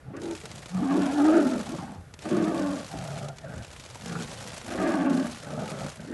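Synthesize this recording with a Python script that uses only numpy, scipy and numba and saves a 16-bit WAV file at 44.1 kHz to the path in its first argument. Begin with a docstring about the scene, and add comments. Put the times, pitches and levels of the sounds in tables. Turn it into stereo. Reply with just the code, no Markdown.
"""Two tigers wrestle in forest undergrowth, some way off, trading low growls and louder roars.
Slack vocal folds puff unevenly into the throat, chest and mouth, which ring at gliding pitches.
The mouth adds a snarl and a rasp, and gurgles are single loud flaps of the throat.
Shaped noise makes the thrashed grass, snapping twigs, knocked branches, thumps, shuffling and forest air.
Delayed copies make the echoes from trunks and ground."""
import sys
import numpy as np
from scipy import signal
from scipy.fft import rfft, irfft, next_fast_len
from scipy.io import wavfile
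from scipy.ndimage import uniform_filter1d
from numba import njit

SR = 44100
rng = np.random.default_rng(int(sys.argv[2]) if len(sys.argv) > 2 else 0)


def store_wav(level_fs):
    """Save 16-bit WAV to argv[1]."""
    pcm = np.round(np.clip(np.atleast_2d(level_fs), -1, 1) * 32767)
    wavfile.write(sys.argv[1], SR, pcm.T.astype(np.int16))


N = 270377   # length in samples

# forest air, its tone: f/Hz, relative level/dB
FOREST_TONE = [(25, 0.5), (60, 16), (130, 4), (300, -6), (600, -4.5), (950, -14.5), (1400, -7.5),
               (2500, -20), (6000, -31), (12000, -44.5)]
# paws and flanks on the soil, their tone: f/Hz, relative level/dB
SHUFFLE_TONE = [(25, 0), (42, 9), (62, -9), (95, 8), (160, 5), (300, -85), (600, -30)]
# tone of the part that differs between left and right: f/Hz, level/dB
SIDE_TONE = [(30, -6), (80, -94), (280, -16.5), (550, -10), (950, -0.5), (1700, -21.5), (3000, -26.5),
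             (6500, -37), (8200, -8), (11000, -17)]
# growls: start t/s, attack t/s, hold t/s, release t/s, level/dB, first throat f/Hz, last throat f/Hz,
# roughness (limited to 0-1), mid-growl snarl f/Hz, mid-growl rasp f/Hz,
# mouth opening as level/dB against the throat, rasp level/dB against the snarl
GROWLS = [(0.041, 0.05, 0.011, 0.052, -38, 115.7, 217.3, 0.58, 514, 1360, -14.5, -16),
          (0.115, 0.044, 0.018, 0.053, -38, 300, 340, 0.9, 550, 1150, -9.5, 2.5),
          (0.156, .13, 0.037, 0.047, -32.5, 337.6, 351.7, 0.71, 507, 1420, -10.5, -7),
          (0.401, 0.048, 0.12, 0.14, -46, 129.6, 121.8, 1.03, 605, 1430, -9.5, -27),
          (1.633, 0.079, 0.028, 0.038, -35, 200.7, 339, 0.55, 660, 1130, -10, -0.5),
          (1.771, 0.022, 0.1, 0.15, -43, 258.5, 150, 0.71, 742, 1128, -3.5, -5),
          (2.879, 0.079, 0.33, 0.069, -37, 152, 137.8, 0.48, 646.7, 1303, -4.5, -8),
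          (3.392, 0.087, 0.062, 0.14, -39.5, 135.7, 117.4, 0.58, 609.7, 1490, -6, -2),
          (4.002, 0.14, 0.04, 0.11, -33.5, 179.4, 148, 0.5, 480.2, 1409, -8.5, -2.5),
          (4.249, 0.059, 0.2, 0.09, -45, 144.4, 150.3, 0.76, 539.6, 1330, -5, -14.5),
          (5.39, 0.12, 0.34, 0.067, -39, 180, 145.3, 0.62, 558, 1298, -3, -3.5),
          (5.973, 0.029, 0.028, 0.048, -40, 142.8, 168.3, 0.85, 593.7, 1499, -8, -3),
          (6.046, .075, 0.061, 0.048, -34, 218, 378, 0.89, 514, 1513, -14.5, 1)]
# gurgles: t/s, throat level/dB, mouth level/dB, mouth f/Hz at the start
GURGLES = [(0.105, -46, -52, 800), (0.433, -43, -44.5, 443), (1.665, -39, -41, 718.5),
           (1.737, -33.5, -38, 584), (1.783, -33, -39.5, 1086), (1.825, -37, -38.5, 786),
           (1.873, -43, -43, 794), (1.917, -48.5, -43.5, 793), (2.937, -35, -39.5, 673.7),
           (3.44, -64, -40, 631), (5.527, -34.5, -34.5, 587.5), (5.574, -31, -36.5, 762),
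           (5.618, -33.5, -34.5, 571.4), (5.721, -37, -39.5, 576.3), (5.772, -37, -54, 656.5),
           (5.81, -39, -37.5, 740), (5.842, -35, -48, 515)]
# twigs snapping: t/s, level/dB before TWIG_DB
TWIGS = [(0.166, -38.5), (0.217, -38), (0.3103, -33), (0.3512, -33), (0.4136, -37), (0.4554, -32),
         (0.5144, -33.5), (0.5578, -35), (0.6586, -33), (0.9403, -36), (1.7632, -39), (2.139, -36.5),
         (2.1904, -37.5), (2.231, -54), (2.2648, -55), (3.1858, -34), (3.2852, -34), (3.384, -36),
         (3.5786, -37), (3.631, -39.5), (3.647, -35), (3.713, -37.5), (3.732, -38), (3.797, -36),
         (3.838, -37), (3.8609, -36.5), (3.955, -34.5), (4.0195, -35), (4.0593, -32.5), (4.122, -46),
         (4.2233, -32), (4.4158, -36), (4.5799, -33.5), (6.004, -43)]
# bright crack of dry wood, its tone: f/Hz, relative level/dB
CRACK_TONE = [(400, 11), (1200, 2.5), (2500, 6), (4500, 2.5), (7200, 3.5), (9000, -5), (11500, -9)]
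# bouts of thrashing in grass and leaves: start t/s, hold t/s, release t/s, level/dB before LEAVES_DB
BOUTS = [(0.19, 0.85, 0.17, -51), (0.936, 0.59, 0.43, -45.5), (2.192, 0.93, 0.2, -48),
         (3.296, 0.19, 0.18, -58.5), (3.505, 0.2, 0.22, -54.5), (3.703, 0.31, 0.19, -52),
         (4.029, 0.8, 0.32, -46), (5.075, 0.18, 0.3065, -46), (5.349, 0.32, 0.24, -50.5),
         (5.612, 0.24, .13, -46.5), (5.97, 0.16, 0.21, -55.5)]
# dry stalks and leaves, their tone: f/Hz, relative level/dB
LEAVES_TONE = [(300, 2.5), (600, 6.5), (1000, 3.5), (2000, 1), (3200, 0), (4800, -2), (7000, -3),
               (9000, -6.5), (11500, -10.5)]
# four roars, one curve each: t/s, effort level/dB, throat f/Hz,
# mouth opening as level/dB against the throat, roughness (limited to 0-1)
ROARS = [
    [(0.68, -56, 152, -20, 0.42), (0.752, -25.5, 190, -19, 0.17), (0.804, -27.5, 209.7, -13.5, 0.39),
     (0.84, -23.5, 251.7, -17, 0.34), (0.884, -28, 255.6, -11, 0.29), (0.915, -23, 283.8, -10, 0.26),
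     (0.985, -21.5, 286.7, -15.5, 0.17), (1.13, -31, 251, -3.5, 0.42)],
    [(1.13, -31.5, 289.3, -11, 0.62), (1.204, -18.5, 288, -10, 0.11), (1.228, -20, 293, -14, 0.42),
     (1.275, -17, 313.2, -10.5, 0.3), (1.357, -20.5, 320.8, -7.5, 0.48), (1.364, -14.5, 320.2, -10.5, 0.3),
     (1.44, -25.5, 278.7, -9, 0.58), (1.468, -20.5, 267, -12, 0.32), (1.488, -28.5, 277.4, -9, 0.63),
     (1.552, -26, 257.8, -8.5, 0.48), (1.618, -35, 195.5, -7.5, 0.51), (1.64, -44.5, 181.6, -4, 0.57)],
    [(2.24, -51.5, 325.2, 0, 0.79), (2.258, -35.5, 293.8, -2.5, 0.78), (2.305, -29.5, 304.2, -12, 0.88),
     (2.322, -24, 329.9, -10, 0.54), (2.43, -25, 321.1, -10, 0.61), (2.58, -30.5, 281, -4.5, 0.54),
     (2.615, -27, 298, -6.5, 0.33), (2.736, -30, 280, -7.5, 0.3), (2.828, -45, 196.8, 1, 0.63),
     (2.86, -49, 186.9, -5, 0.7)],
    [(4.63, -52, 201.6, -7, 0.94), (4.704, -37.5, 301.4, -1, 1.03), (4.796, -32, 293.2, -2, 0.92),
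     (4.835, -26, 318.3, -2.5, 0.75), (4.95, -26, 296.8, -5, 0.56), (5.045, -26, 266.9, -8.5, 0.49),
     (5.068, -22, 265, -9, 0.31), (5.136, -24, 249.4, -12, 0.48), (5.205, -23.5, 265.6, -13, 0.17),
     (5.26, -32, 238.5, -7, 0.42), (5.38, -50, 223, -12, 0.57)],
]
# voice of each roar: snarl f/Hz and rasp f/Hz (each a glide, evenly spaced from first to last),
# rasp level/dB against the snarl, lip level/dB against the rasp resonance,
# chest level/dB against the throat when the throat is highest, lowest pitch f/Hz
ROAR_VOICES = [((772, 677, 651), (1202, 1188, 1110, 1089, 1020, 898), -0.83, -12.5, -10.5, 90),
               ((696, 631, 547), (1336, 1374, 1250), -6, -6.5, -31, 68), ((590, 587, 560),
               (1160, 1120, 1060), -4, -10.5, -5.5, 68), ((557, 649, 560), (1190, 1147, 1050),
               -3.5, -6, -9, 68)]
# dull thumps of bodies on the ground: start t/s, hold t/s, level/dB
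THUMPS = [(1.97, 0.0095, -38), (2.919, 0.042, -43), (3.529, 0.05, -37), (4.042, 0.04, -48),
          (4.658, 0.12, -44), (5.799, 0.043, -43)]
# branches knocked: t/s, level/dB, centre f/Hz
KNOCKS = [(3.952, -40.5, 886), (4.153, -32, 1301)]

TICKS = np.arange(0, N / SR, .002)   # the moments at which gestures are worked out (s)
FOREST_DB, SHUFFLE_DB, LEAVES_DB, TWIG_DB = -49, -52.5, 2.5, -4.5
CUTOFF_HZ = 11600
# a growl has this pitch at this throat resonance; pitch rises as a power of the resonance
GROWL_PITCH_HZ, GROWL_THROAT_HZ, PITCH_FOLLOWS = 71.28, 149.78, .52
GROWL_CHEST_DB, GROWL_LIP_DB = -14.5, -9.5   # chest against throat, lip against rasp resonance
JAW_SAG_OCTAVES_PER_S = 0.25   # the snarl and rasp resonances sink through a growl
ROAR_STOP_DB_PER_S = 400
CHEST_DB_PER_OCTAVE = 8   # in a roar the chest joins in as the throat resonance rises
CHEST_HZ, CHEST_RATIO = 177.5, .67   # the chest resonance stays below this share of the throat's
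TONE_SHARE, TONE_WAVER = 0.69, 0.055   # power share of the sung line in the smoothest voice; its waver
OVERTONES_DB = -6.5   # gain of the line's overtones in a taut, smooth voice
CHEEK_HZ, CHEEK_DB = 800, -10.5   # resonance near the snarl, before it follows the throat
MOUTH_FOLLOWS = .12   # how far cheek and lip follow the throat's glide
LIP_HZ, LIP_RISE_HZ = 1284, 210   # broad resonance beside the rasp; its rise at full gape, before following
FLARE_DB, RASP_AIR_DB = -17.5, -13.5   # gain of the harsh top at full gape, and of air past the teeth
RATTLE_PER_S, RATTLE_DB = 28, 12   # a slack throat flaps in slow beats
GURGLE_THROAT_HZ, GURGLE_SAG_OCTAVES_PER_S = 165, 4.4   # start frequency and its fall
GURGLE_ATTACK_S, GURGLE_DECAY_S = 0.0011, 0.029
GROUND_DIP_HZ, GROUND_DIP_Q, GROUND_DIP_DB = 1000, 9, -8
BOUT_ATTACK_S = 0.039
THUMP_HZ, THUMP_ATTACK_S, THUMP_RELEASE_S = 75, 0.015, 0.048
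KNOCK_DECAY_S, KNOCK_SPREAD = 0.012, 1.149   # spread: ratio of the band's edge to its centre


def from_db(db):
    """Decibels to gain."""
    return 10 ** (np.asarray(db) / 20)


def rms_one(x):
    """Scale to unit power."""
    return x / np.sqrt(np.mean(x ** 2) + 1e-20)


def noise():
    """Plain hiss, one random number a sample."""
    return rng.standard_normal(N)


def in_time(rows):
    """Each column of a curve at every sample."""
    s, *columns = np.transpose(rows)
    return [np.interp(np.arange(N) / SR, s, column) for column in columns]


def colour(x, points):
    """Filter by a smooth spectrum, in minimum phase so that nothing sounds early."""
    size = next_fast_len(N + SR // 2)
    hz, db = np.transpose(points)
    grid = np.maximum(np.fft.rfftfreq(size, 1 / SR), 1)
    gain = from_db(np.interp(np.log(grid), np.log(hz), db))
    cepstrum = irfft(np.log(gain), size)
    # folding the cepstrum forward gives minimum phase
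    cepstrum[1:size // 2] *= 2
    cepstrum[size // 2:] = 0
    return irfft(rfft(x, size) * np.exp(rfft(cepstrum)), size)[..., :N]


def cut(x, hz, kind, order=2):
    """Butterworth low-, high- or band-pass."""
    return signal.sosfilt(signal.butter(order, hz, kind, fs=SR, output="sos"), x)


def drift(rate):
    """Smooth chance of spread 1 that changes about rate times a second."""
    knots = rng.standard_normal(N // 100)
    place = np.arange(N) * rate / SR + rng.random()
    return rms_one(np.interp(place, np.arange(len(knots)), knots))


def steady(x, span_s):
    """Even out the slow level, keeping the flutter within the span."""
    size = int(span_s * SR)
    power = uniform_filter1d(uniform_filter1d(x ** 2, size), size)
    return x / np.sqrt(np.abs(power) + 1e-12)


def scatter(x, first_s, last_s, count):
    """Echoes from trunks and ground that swell and fade as the animals move; same power as the input."""
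    out = np.zeros(N)
    for k in range(count):
        lag_s = first_s + (last_s - first_s) * (k + rng.random()) / count
        lag = int(SR * lag_s) + 1
        echo = from_db(-12 * k / count) * drift(9) * x
        out[lag:] += echo[:-lag]
    return rms_one(out) * np.std(x)


@njit
def resonator(x, hz, width, sr):
    """A damped mass on a spring with moving tuning: its band-pass and its high-pass response."""
    out, speed, place = np.zeros((2, len(x))), 0., 0.
    for i in range(len(x)):
        step, damping = 2 * np.pi * hz[i] / sr, width[i] / hz[i]
        place += step * speed
        force = x[i] - place - damping * speed
        speed += step * force
        out[0, i], out[1, i] = damping * speed, force
    return out


def formant(x, hz, q):
    """A moving resonance with steep skirts."""
    for _ in range(2):
        x = resonator(x, hz, hz / q, SR)[0]
    return x


def above(x, hz):
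    """A steep moving high-pass."""
    for _ in range(2):
        x = resonator(x, hz, hz, SR)[1]
    return x


def swell(start, attack, hold, release):
    """Attack, hold and release in dB; attack and release each span 20 dB."""
    rising = np.maximum(start + attack - TICKS, 0) / attack
    falling = np.maximum(TICKS - start - attack - hold, 0) / release
    return -20 * np.minimum(rising ** 2 + falling ** 2, 10)


def loudest(gestures):
    """At each moment the gesture with the highest level (its first control) leads; gives every sample."""
    controls = np.array([np.broadcast_arrays(*gesture) for gesture in gestures])
    leading = controls[controls[:, 0].argmax(axis=0), :, np.arange(len(TICKS))]
    return in_time(np.column_stack([TICKS, leading]))


def splinter(energy, decay_s):
    """A snap runs through its fibres in a few milliseconds: onset energies to an amplitude envelope."""
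    t = np.arange(SR // 20) / SR
    spread = (1 + t / decay_s) * np.exp(-t / decay_s)
    return np.sqrt(np.abs(signal.fftconvolve(energy, spread)[:N]))


def forest_air():
    """Steady dull noise of the forest: one signal for the middle, one for the sides."""
    hiss = rng.standard_normal((2, N))
    return from_db(FOREST_DB) * rms_one(colour(hiss, FOREST_TONE))


def shuffling():
    """Paws and flanks shuffle unevenly on the soil: deep noise of drifting level."""
    return from_db(SHUFFLE_DB + 3 * drift(14)) * rms_one(colour(noise(), SHUFFLE_TONE))


def jaw(start, end):
    """Factor on the snarl and rasp resonances, which sink as the jaw closes through a growl."""
    return 2 ** (-JAW_SAG_OCTAVES_PER_S * (np.clip(TICKS, start, end) - (start + end) / 2))


def growl(start, attack, hold, release, level_db, first_hz, last_hz, rough,
          snarl_hz, rasp_hz, open_db, rasp_db):
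    """Controls of a growl: one swell, in which the throat glides and the pitch follows it."""
    span = start, start + attack + hold + release
    db = level_db + swell(start, attack, hold, release)
    throat_hz = np.interp(TICKS, span, [first_hz, last_hz])
    pitch = GROWL_PITCH_HZ * (throat_hz / GROWL_THROAT_HZ) ** PITCH_FOLLOWS
    snarl_db = db + open_db
    return (db, snarl_db, snarl_db + rasp_db, GROWL_LIP_DB, db + GROWL_CHEST_DB,
            pitch, rough, throat_hz, snarl_hz * jaw(*span), rasp_hz * jaw(*span))


def folds(pitch, rough, wander, jitter, shimmer_db, air):
    """One puff a cycle; roughness unsettles its timing and strength and adds turbulence."""
    wandering = pitch * (1 + wander * rough * drift(40))
    cycles = np.cumsum(wandering) / SR + jitter * rough * drift(130)
    closes = np.diff(np.maximum.accumulate(np.floor(cycles)), prepend=0) > 0
    strength = from_db(shimmer_db * rough * drift(90))
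    turbulence = noise() * np.exp(-3 * (cycles % 1))
    return strength * (rms_one(closes * 1.) + air * rough * rms_one(turbulence))


def throat_and_chest(puffs, throat_hz, rough, slack):
    """Puffs ring throat and chest; a smooth voice locks on and sings wavering lines there."""
    width_hz = 45 + 88 * rough   # a rough voice leaks air and damps the throat
    echoed = puffs + 1.01 * scatter(puffs, first_s=0.004185, last_s=.03, count=6)
    throat = above(formant(echoed, throat_hz, q=throat_hz / width_hz), 0.47 * throat_hz)
    chest_hz = np.minimum(CHEST_HZ, CHEST_RATIO * throat_hz)
    chest = formant(puffs, chest_hz, q=2.8)
    waver = 1 + TONE_WAVER * (rough + slack) * drift(45)
    phase, chest_phase = 2 * np.pi * np.cumsum([throat_hz * waver, chest_hz * waver], axis=1) / SR
    clear = np.clip(TONE_SHARE * (1 - rough) ** 2, 0, 1)
    throat = np.sqrt(1 - clear) * steady(throat, span_s=0.034) + np.sqrt(2 * clear) * np.sin(phase)
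    chest = np.sqrt(1 - clear) * steady(chest, span_s=0.18) + np.sqrt(2 * clear) * np.sin(chest_phase)
    return throat, chest, phase


def mouth_snarl(source, snarl_hz, opening, quiver, leak):
    """The lower mouth resonance and a weaker cheek resonance ring near it."""
    valleys = from_db(-4) * leak * cut(source, [400, 800], "band")
    snarl = formant(source, snarl_hz * quiver, q=4.6) + valleys
    cheek = formant(source, CHEEK_HZ * opening * quiver, q=10.8)
    snarl = rms_one(snarl) + from_db(CHEEK_DB) * rms_one(cheek)
    return cut(cut(snarl, 342, "high", order=4), 1125, "low", order=6)


def mouth_rasp(source, rasp_hz, lip_db, gape, opening, quiver, leak):
    """Upper mouth and lips ring; the lips draw back at the hardest moments and the voice flares upward."""
    lip_hz = opening * (LIP_HZ + LIP_RISE_HZ * gape)
    rasp = formant(source, rasp_hz * quiver, q=7)
    rasp = rasp + from_db(lip_db) * formant(source, lip_hz * quiver, q=3.2)
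    rasp = rasp + from_db(FLARE_DB) * gape * cut(source, [1800, 2600], "band")
    rasp = rasp + from_db(RASP_AIR_DB) * leak * cut(source, [1000, 1900], "band")
    return cut(rasp, 850, "high", order=4)


def rattle(unevenness):
    """Uneven slow beats in dB, each starting sharply and dying away."""
    beats = np.cumsum(RATTLE_PER_S * (1 + unevenness * drift(18))) / SR
    return RATTLE_DB * cut(.5 - beats % 1, 150, "low")


def tigers():
    """Fold pulses ring the chest, the throat and the mouth, whose resonances glide through each call."""
    calls = [roar(curve, voice) for curve, voice in zip(ROARS, ROAR_VOICES)]
    calls += [growl(*row) for row in GROWLS]
    (throat_db, snarl_db, rasp_db, lip_db, chest_db,
     pitch, rough, throat_hz, snarl_hz, rasp_hz) = loudest(calls)
    rough = np.clip(rough, 0, 1)
    slack = np.clip(1 - (throat_hz / throat_hz.max()) ** 2, 0, 1)   # the lower the throat, the looser it is
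    puffs = folds(pitch, rough, wander=.07, jitter=.14, shimmer_db=6.5, air=1.0)
    throat, chest, phase = throat_and_chest(puffs, throat_hz, rough, slack)
    # short waves are scattered by the undergrowth, which blurs the pulses
    blurred = puffs + 1.42 * scatter(puffs, first_s=0.001994, last_s=.04, count=22)
    blurred = blurred + 0.4 * rough * noise()
    # a taut throat sends the overtones of its line into the mouth too
    overtones = sum(np.sin(k * phase) for k in range(2, 7))
    blurred = blurred + from_db(OVERTONES_DB) * (1 - slack) * (1 - rough) * overtones
    leak = np.maximum(rough, slack ** 2)   # a rough or slack voice fills the valleys between the resonances
    quiver = 1 + .05 * drift(70)   # of tongue and lips
    opening = 1 + MOUTH_FOLLOWS * (throat_hz / throat_hz.mean() - 1)
    gape = from_db(rasp_db - rasp_db.max())
    snarl = mouth_snarl(blurred, snarl_hz, opening, quiver, leak)
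    rasp = mouth_rasp(blurred, rasp_hz, lip_db, gape, opening, quiver, leak)
    rasp_db = rasp_db + 0.11 * (rasp_db - rasp_db.max())   # the rasp fades faster than the voice
    flutter = from_db(slack * rough * rattle(unevenness=0.33))   # low, rough calls flutter unevenly
    body = from_db(throat_db) * steady(throat, span_s=0.021) + from_db(chest_db) * chest
    mouth = from_db(snarl_db) * steady(snarl, span_s=0.025) + from_db(rasp_db) * steady(rasp, span_s=0.042)
    return flutter * (body + mouth)


def gurgles():
    """Single flaps of the slack throat: a low thud and a croak whose pitch sags."""
    t = np.arange(SR // 10) / SR
    envelope = (1 - np.exp(-t / GURGLE_ATTACK_S)) * np.exp(-(t / GURGLE_DECAY_S) ** 2)
    envelope = envelope / envelope.max()
    sag = 2 ** (-GURGLE_SAG_OCTAVES_PER_S * t)
    out = np.zeros(N + SR)
    for s, throat_db, mouth_db, mouth_hz in GURGLES:
        air = rng.standard_normal(len(t))
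        thud = steady(formant(air, GURGLE_THROAT_HZ * sag, q=1.5), span_s=0.0067)
        upper = from_db(-20.5) * formant(air, 1.98 * mouth_hz * sag, q=6.2)
        croak = steady(formant(air, mouth_hz * sag, q=4.5) + upper, span_s=0.011)
        start = int(s * SR)
        out[start:start + len(t)] += envelope * (from_db(throat_db) * thud + from_db(mouth_db) * croak)
    return out[:N]


def over_ground(x):
    """The bounce off the ground weakens a narrow band of the voice."""
    band = signal.lfilter(*signal.iirpeak(GROUND_DIP_HZ, GROUND_DIP_Q, fs=SR), x)
    return x - (1 - from_db(GROUND_DIP_DB)) * band


def twigs():
    """Each twig breaks with a short, bright burst of noise."""
    energy = np.zeros(N)
    for s, db in TWIGS:
        energy[int(s * SR)] = from_db(db + TWIG_DB) ** 2
    hiss = cut(noise(), CUTOFF_HZ, "low", order=6)
    return splinter(energy, decay_s=0.0017) * rms_one(colour(hiss, CRACK_TONE))


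def grass():
    """Dry stalks snap over a soft swish of leaves; harder thrashing breaks more of them."""
    bouts = [[db + swell(s, BOUT_ATTACK_S, hold, release)] for s, hold, release, db in BOUTS]
    thrash_db, = loudest(bouts)
    effort = np.sqrt(from_db(thrash_db - thrash_db.max()))
    snaps = rng.random(N) < 110 * effort / SR   # 110 snaps a second at full effort
    energy = snaps * from_db(2.2 * np.minimum(rng.exponential(1, N), 3)) ** 2
    swish = 0.95
    envelope = steady(splinter(energy, decay_s=0.0014) + swish, span_s=0.13)
    edges, fibres = np.geomspace(400, CUTOFF_HZ, 13), 0
    for band in zip(edges, edges[1:]):   # the balance of the bands keeps shifting
        fibres = fibres + from_db(1.5 * drift(170)) * cut(noise(), band, "band")
    return envelope * from_db(thrash_db + LEAVES_DB) * rms_one(colour(fibres, LEAVES_TONE))


def roar(curve, voice):
    """Controls of a roar: the throat rings on the third harmonic, unless the pitch is at its lowest."""
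    s, *columns = np.transpose(curve)
    db, throat_hz, open_db, rough = [np.interp(TICKS, s, column) for column in columns]
    *glides, rasp_db, lip_db, chest_db, lowest_hz = voice
    span = s[0], s[-1]
    pitch = np.maximum(throat_hz / 3, lowest_hz)
    snarl_hz, rasp_hz = [np.interp(TICKS, np.linspace(*span, len(glide)), glide) for glide in glides]
    chest_db = chest_db + CHEST_DB_PER_OCTAVE * np.log2(throat_hz / throat_hz.max())
    db = db - ROAR_STOP_DB_PER_S * np.abs(TICKS - np.clip(TICKS, *span))   # fades outside its span
    snarl_db = db + open_db
    return (db, snarl_db, snarl_db + rasp_db, lip_db, db + chest_db,
            pitch, rough, throat_hz, snarl_hz, rasp_hz)


def thumps():
    """Heavy bodies land on the soil with a short, deep boom: noise through a low resonance."""
    landings = [[db + swell(s, THUMP_ATTACK_S, hold, THUMP_RELEASE_S)] for s, hold, db in THUMPS]
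    db, = loudest(landings)
    boom = formant(noise(), np.full(N, float(THUMP_HZ)), q=1.06)
    return from_db(db) * steady(boom, span_s=0.025)


def knocks():
    """A kicked branch gives a short, hollow knock: a narrow band of noise that dies fast."""
    out, t = np.zeros(N + SR), np.arange(SR // 20) / SR
    for s, db, hz in KNOCKS:
        wood = rms_one(cut(rng.standard_normal(len(t)), [hz / KNOCK_SPREAD, hz * KNOCK_SPREAD], "band"))
        out[int(s * SR):][:len(t)] += from_db(db) * wood * np.exp(-(t / KNOCK_DECAY_S) ** 2)
    return out[:N]


def scene():
    """The wrestling lies nearly straight ahead; the forest sounds from both sides."""
    air, side_air = forest_air()
    voice = over_ground(tigers() + gurgles())
    late_echoes = scatter(voice, first_s=.02, last_s=.16, count=14)
    voice = voice + from_db(-19) * cut(late_echoes, 2000, "low")
    brush = twigs() + grass() + knocks()
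    echoes = scatter(from_db(-11.5) * voice + brush, first_s=.003, last_s=.025, count=10)
    side = colour(echoes + from_db(7.5) * side_air, SIDE_TONE)
    middle = brush + shuffling() + thumps() + air
    pan_db = -.5   # the voice is a little louder on the right
    return voice * from_db([[pan_db], [-pan_db]]) + middle + side * [[1], [-1]]


def record(dry):
    """The microphone drops the deepest bass; the top is cut."""
    bass_cut = cut(dry, 79, "high")
    return signal.sosfilt(signal.ellip(10, .2, 80, CUTOFF_HZ, fs=SR, output="sos"), bass_cut)


dry = scene()
out = record(dry)
store_wav(out)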